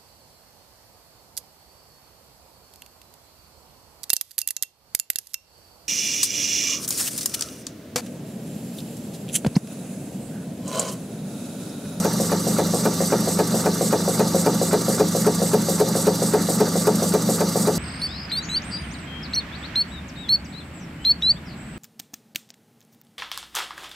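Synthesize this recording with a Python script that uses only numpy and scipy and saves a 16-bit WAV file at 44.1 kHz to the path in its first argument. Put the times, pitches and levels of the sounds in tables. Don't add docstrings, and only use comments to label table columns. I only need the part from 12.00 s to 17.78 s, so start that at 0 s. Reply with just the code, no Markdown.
import sys
import numpy as np
from scipy import signal
from scipy.fft import rfft, irfft, next_fast_len
from scipy.io import wavfile
from scipy.ndimage import uniform_filter1d, map_coordinates

SR = 44100
rng = np.random.default_rng(int(sys.argv[2]) if len(sys.argv) > 2 else 0)


def waveform_to_disk(signal):
    frames = np.transpose(np.atleast_2d(signal))
    scaled = np.clip(frames, -1, 1) * 32767
    samples = np.round(scaled).astype(np.int16)
    wavfile.write(sys.argv[1], SR, samples)


def attenuation_scalar(level_db):
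    decades = np.asarray(level_db, float) / 20
    return 10 ** decades


N = 254898
T = np.arange(N) / SR


def unit(x):
    return x / np.sqrt(np.mean(x ** 2) + 1e-20)


def along(points, hz):
    f, value = np.transpose(points)
    return np.interp(np.log(hz + 1), np.log(f + 1), value)


def filtered(x, response):
    m = next_fast_len(N + 8192)
    return irfft(rfft(x, m) * response(np.fft.rfftfreq(m, 1 / SR)), m)[..., :N]


def wobble(rate):
    knots = rng.standard_normal(int(N * rate / SR) + 4)
    return map_coordinates(knots, [T * rate])


def noise(response, patchy_db):
    z = signal.stft(rng.standard_normal(N), nperseg=256)[2]
    field = uniform_filter1d(rng.standard_normal(z.shape), size=4, axis=0)
    field = uniform_filter1d(field, size=8, axis=1)
    patchy = signal.istft(z * attenuation_scalar(patchy_db * unit(field)), nperseg=256)[1][:N]
    return unit(filtered(patchy, response))


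def add(track, s, sound):
    part = track[max(round(s * SR), 0):][:len(sound)]
    part += sound[:len(part)]


def decay(db, t60, t):
    return attenuation_scalar(db - 60 * t / t60)


def onset(rise, t):
    return 1 - np.exp(-t / rise)


def ring(hz, db, t60, rise, t):
    modes = decay(db[:, None], t60[:, None], t) * np.sin(2 * np.pi * hz[:, None] * t)
    return np.sum(modes, 0) * onset(rise, t)


def bell(x, centre, spread):
    return np.exp(-.5 * ((x - centre) / spread) ** 2)


FIRST_TURN_S, TURN_S, QUICKENS_S, TURN_COUNT = .0477, .26866, 3.85e-5, 22


def turn_times():
    k = np.arange(-1, TURN_COUNT + 1)
    return FIRST_TURN_S + TURN_S * k - QUICKENS_S * k ** 2


# (f/Hz, width/Hz, leak level/dB, exhaust level/dB)
PORT_RESONANCES = [(2820, 180, -11, -30), (3600, 170, -5, -32), (4056, 295, -1, -12), (4582, 92, 1, -6.5),
                   (4800, 72, 0.5, -12), (5050, 47, -7.5, -4), (5460, 450, -2.5, -7.5), (6000, 176, 0, -4),
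                   (6390, 190, -1.5, -7), (6890, 220, -2.5, -2.5), (7650, 270, -2, -4.5),
                   (8030, 320, -0.5, -5), (8630, 250, -6.5, 0.5), (9180, 200, -7, -0.5),
                   (9560, 250, -7, -5.5), (9860, 150, -8.5, -8), (10480, 260, -13.5, -8.5),
                   (10950, 200, -15, -9.5), (11550, 200, -14.5, -7), (12080, 260, -5, -4.5),
                   (12650, 250, -13, -8), (13100, 430, -10.5, -10), (13800, 150, -17, -14),
                   (14400, 150, -21, -21), (15350, 500, -28, -21)]


def ports(column):
    def response(hz):
        power = 0
        for row in np.array(PORT_RESONANCES):
            detuning = (hz - row[0]) / (row[1] / 2)
            power = power + attenuation_scalar(2 * row[column]) / (1 + detuning ** 2) ** 1.1
        return np.sqrt(power) * (hz > 1500)
    return response


# (share of turn, spread/turn, level/dB)
PRESSURE_SAGS = [
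    (.15, 0.037, -1.5),
    (.4, 0.021, -2.5),
    (.9, 0.027, -4.5),
]
# (f/Hz, spread/Hz, level at start/dB, drift/(dB/s))
LEAK_WHISTLES = [(5980, 160, -42.5, -1.2), (4655, 120, -51, 1.5)]


def leak(angle):
    sag_db = sum(db * bell(angle, share, spread) for share, spread, db in PRESSURE_SAGS)
    gain = attenuation_scalar(-32.0 + sag_db + 0.14 * wobble(2.42) + 0.26 * wobble(24.94))
    sound = gain * noise(ports(column=2), patchy_db=1.64)
    for centre, spread, db, drift_db in LEAK_WHISTLES:
        breath = noise(lambda hz: bell(hz, centre, spread), patchy_db=1.0)
        sound += attenuation_scalar(db + drift_db * T + sag_db) * breath
    return sound, gain


PUFF_RISES_DB_PER_TURN = 650


def valve_db(angle, opens, shuts, db, dies_db):
    since = (angle - opens) % 1
    fall_db = dies_db * np.maximum(since - (shuts - opens), 0)
    rise_db = PUFF_RISES_DB_PER_TURN * (1 - since)
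    return db - np.minimum(fall_db, rise_db)


# (opens/turn, shuts/turn, level/dB, decay/(dB/turn))
PUFFS = [
    (0.997, 1.003, 1, 170),
    (0.31, 0.339, -1.5, 430),
    (.36, .58, -9, 100),
    (0.594, 0.608, 0.5, 60),
    (.6, 0.798, -3, 36),
    (.81, 0.83, -1, 150),
]
LONG_STROKE = (.6, 0.9, -4.5, 200)
# (f/Hz, spread/Hz)
THROAT = (7800, 720)


def exhaust(angle):
    flow_db = -30 + 0.23 * T + wobble(40)
    gain = attenuation_scalar(flow_db + np.max([valve_db(angle, *row) for row in PUFFS], axis=0))
    throat_idle_db = -23
    swell = attenuation_scalar(flow_db + np.maximum(valve_db(angle, *LONG_STROKE), throat_idle_db))
    colour = ports(column=3)
    throat = noise(lambda hz: colour(hz) * bell(hz, *THROAT), patchy_db=1)
    return gain * noise(colour, patchy_db=1) + swell * throat, gain


# (f/Hz, level/dB)
JET_SIDE = [(1470, -48), (2500, -19), (2960, -31), (3400, -3.5), (3870, -11), (4250, -2.5), (5030, -5),
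            (5430, -6), (6280, -9), (6840, -24), (7730, -12), (9150, -1), (12400, -7.5), (14200, -32),
            (15700, -25)]


def air():
    starts = turn_times()
    angle = np.interp(T, starts, np.arange(len(starts))) % 1
    leak_sound, leak_gain = leak(angle)
    puff_sound, puff_gain = exhaust(angle)
    apart = noise(lambda hz: attenuation_scalar(along(JET_SIDE, hz)), patchy_db=-1.0)
    return leak_sound + puff_sound, (attenuation_scalar(-11.5) * leak_gain + attenuation_scalar(-20.0) * puff_gain) * apart


PUMP_HZ, MAINS_HZ = 24.289, 100.095
# (multiple, rms level/dB, polarity)
STROKES = [(2, -68, 1), (3, -55, 1), (4, -47, 1), (5, -42, 1), (6, -58, 1), (7, -28, 1), (8, -32, 1),
           (9, -33, 1), (10, -39, -1), (11, -43, -1), (12, -52, 1), (13, -51, 1), (16, -50, 1),
           (47, -54, 1), (48, -48, 1)]
# (hum multiple, stroke multiple, rms level/dB, polarity)
HUM = [(1, 0, -44, 1), (1, 1, -40, -1), (1, 2, -45, 1), (1, 3, -50, 1), (1, 5, -42, -1), (1, 6, -55, 1),
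       (1, 7, -53, 1), (2, -3, -56, 1), (2, -2, -51, -1), (2, -1, -42, 1), (2, 0, -34, 1), (2, 1, -38, 1),
       (2, 2, -51, 1), (2, 3, -52, 1), (2, 4, -49, 1), (3, -4, -46, -1), (3, -1, -44, 1), (3, 0, -44, -1),
       (3, 3, -53, 1)]


def motor_lines():
    sway = attenuation_scalar([0.7 * wobble(3.15) for family in range(4)])
    out = np.zeros(N)
    for m, k, db, sign in [(0, *row) for row in STROKES] + HUM:
        order = k + m * MAINS_HZ / PUMP_HZ
        lag = 1.03 * (order - 7) + .365 * (order - 7) ** 2
        line = np.sqrt(2) * np.cos(2 * np.pi * PUMP_HZ * order * T - lag)
        out += sign * attenuation_scalar(db) * sway[m] * line
    return out


# (f/Hz, level/dB)
RUMBLE = [(20, -33), (60, -30), (120, -11.5), (170, -2), (220, 1.5), (280, -3.5), (540, -2), (740, -9.5),
          (910, -6.5), (1010, -17), (1190, -8), (1600, -16.5), (2100, -18.5), (2560, -37), (3400, -54),
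          (6000, -80)]
# (f/Hz, level/dB)
RUMBLE_SIDE = [(18, -47), (30, -14), (119, -21), (177, -5), (282, 0), (1040, -8), (1400, -5), (2200, -15),
               (2600, -56), (3380, -86), (5720, -120)]


def pump():
    rumble = noise(lambda hz: attenuation_scalar(along(RUMBLE, hz)), patchy_db=2.5)
    rumble_side = noise(lambda hz: attenuation_scalar(along(RUMBLE_SIDE, hz)), patchy_db=1.2)
    mid = motor_lines() + attenuation_scalar(-31.0 + 0.55 * wobble(9)) * rumble
    return mid, attenuation_scalar(-45.5) * rumble_side


# (share of turn, level/dB, t60/s)
TAPS = [
    (.925, -25, 0.039),
    (0.965, -28, 0.045),
    (0.217, -42, 0.059),
    (.3, -44, 0.024),
    (.8, -43, 0.041),
]
# (f/Hz, level/dB)
TAP_COLOUR = [(300, -34), (500, -3), (900, -8), (1300, 4), (1700, -11), (2200, -14.5), (3000, -22),
              (5000, -65)]


def taps():
    envelope, t, starts = np.zeros(N), np.arange(SR // 10) / SR, turn_times()
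    for start, end in zip(starts, starts[1:]):
        for share, db, t60 in TAPS:
            burst = decay(db + rng.standard_normal(), t60, t) * onset(0.0021, t)
            add(envelope, start + share * (end - start), burst)
    return envelope * noise(lambda hz: attenuation_scalar(along(TAP_COLOUR, hz)), patchy_db=2.5)


# (f/Hz, t60/s, rise/s)
BOOM = (425, 0.1, 0.0071)


def boom(db, t):
    hz, t60, rise = BOOM
    return decay(db + 21.0, t60, t) * onset(rise, t) * np.sin(2 * np.pi * hz * t)


# (f/Hz, level/dB, t60/s)
FRAME = [(1523, 2, 0.07), (1662, -1.5, 0.095), (1874, -6.5, 0.074), (2068, -10, 0.055), (2400, -4.5, 0.063),
         (2910, -7.5, 0.043), (3400, -10, 0.025)]


def crack(out, s, db, t):
    crack_db = db - 13
    hz, frame_db, t60 = np.transpose(FRAME)
    for late in (0, .0047):
        pitch, size = rng.standard_normal((2, len(hz)))
        add(out, s + late, ring(hz * (1 + .03 * pitch), frame_db + crack_db + 0.76 + 2 * size, t60, 0.0011, t))
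    add(out, s - .001, decay(crack_db + 2, 0.033, t) * rng.standard_normal(len(t)))


# (f/Hz, forward level/dB, return level/dB, t60/s)
BENCH = [(248, -25, -24, 0.19), (305, 1, -21, 0.43), (358.5, 3, 3, 0.18), (388.7, -1, -5, 0.14),
         (410.2, -10, 3, 0.22), (479.3, -1, 4.5, 0.17), (510, -1, -5.5, 0.18), (535.3, 12, 0.5, 0.18),
         (561.6, 5.5, -5, 0.11), (598, -5, -5, 0.028), (639.4, 4.5, 2, 0.069), (684.2, 2.5, -2, 0.084),
         (740.6, 7, -5.5, 0.14), (840, -10, -18, 0.12), (870.4, -2.5, -9, 0.094), (893.3, -4.5, -13, 0.11),
         (941, -8, -31, 0.24), (1083, -6, -12, 0.045), (1183, 1.5, -15, 0.06), (1262, -7.5, -18, 0.069),
         (1348, -6, -10, 0.048)]
# (t/s, forward knock level/dB, its boom level/dB, return knock level/dB)
SLACK = [(0.05, -21.5, -7.5, -28), (0.6, -20, -9, -26), (1.12, -18.5, -6, -28), (1.9, -18.5, -7, -24),
         (2.73, -19.5, -3, -25.5), (3.0, -22.5, 2, -26), (3.8, -22.5, 1.5, -26.5), (4.87, -21.5, 1, -26.5),
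         (5.14, -21.5, -1.5, -25), (5.41, -19.5, -7.5, -26), (5.67, -21.5, -1.5, -27)]
# (delay t/s, level/dB)
RETURN_BOUNCES = [
    (0, 2.5),
    (.0017, 5),
    (0.0132, -6),
    (0.02, -3.5),
]
# (share of turn, level under the return knock/dB)
THUDS = [
    (.26, -14.5),
    (.75, -11),
    (.85, -16.5),
]


def knocks():
    out, t = np.zeros(N), np.arange(SR // 5) / SR
    hz, forward_db, return_db, t60 = np.transpose(BENCH)
    starts, (when, *levels_db) = turn_times()[1:], np.transpose(SLACK)
    for start, end in zip(starts, starts[1:]):
        db, boom_db, back_db = (np.interp(start, when, level_db) for level_db in levels_db)
        s = start - .00014 * (boom_db - 1)
        blow, rebound, back_scatter = rng.standard_normal((3, len(hz)))
        rebound_db = db + 0.5 + 0.51 * boom_db
        add(out, s, ring(hz, forward_db + db - .3 + blow, t60, 0.0023, t))
        add(out, s + 0.00463, ring(hz, forward_db + rebound_db + rebound, t60, 0.0012, t))
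        add(out, s, boom(db + boom_db, t))
        crack(out, s, db, t)
        back = start + .566 * (end - start)
        back_modes_db = return_db + back_db
        for late, bounce_db in RETURN_BOUNCES:
            level_db = back_modes_db + bounce_db + back_scatter
            add(out, back + late, -ring(hz, level_db, 0.74 * t60, 0.0012, t))
        for share, thud_db in THUDS:
            level_db = back_modes_db + thud_db + 6.5 + 3 * rebound
            add(out, s + share * (end - s), ring(hz, level_db, 0.55 * t60, 0.005, t))
    return filtered(out, lambda f: f ** 2 / (f ** 2 + 150 ** 2))


# (f/Hz, t60/s)
ROOM = [(200, 0.058), (1000, 0.1), (4000, 0.13)]


def room(x):
    hz, t, z = signal.stft(rng.standard_normal((2, SR // 3)), SR, nperseg=256)
    tail = signal.istft(z * attenuation_scalar(-60 * t / along(ROOM, hz)[:, None]), SR, nperseg=256)[1]
    delayed = np.pad(x, (300, 0))[None]
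    return signal.fftconvolve(delayed, tail / np.linalg.norm(tail[0]), axes=1)[:, :N]


# (f/Hz, left minus right level/dB)
TILT = [(60, 0.5), (150, -0.5), (380, 0.86), (950, 1), (2380, -3), (5980, -2), (15000, -3.5)]
# (f/Hz, left lead/rad)
LEAD = [(0, -0.024), (3530, 0.03), (4310, 0.058), (7670, 0.38), (9300, -1.7), (10600, 0.6), (11500, -0.1),
        (11900, 0.69), (15400, -0.31)]


def scene():
    (jet, jet_side), (hum, hum_side) = air(), pump()
    engine = taps() + knocks()
    mid, side = engine + jet + hum, jet_side + hum_side
    half = np.array([[.5], [-.5]])
    ears = filtered(mid, lambda hz: attenuation_scalar(along(TILT, hz) * half) * np.exp(1j * along(LEAD, hz) * half))
    return ears + 2 * half * side + attenuation_scalar(-19.0) * room(engine)


def top_cut(x):
    return signal.sosfilt(signal.butter(12, 15820, fs=SR, output="sos"), x)


def record(dry):
    mix = filtered(dry, lambda hz: hz < 15820)
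    return top_cut(mix)


dry = scene()
out = record(dry)
waveform_to_disk(out)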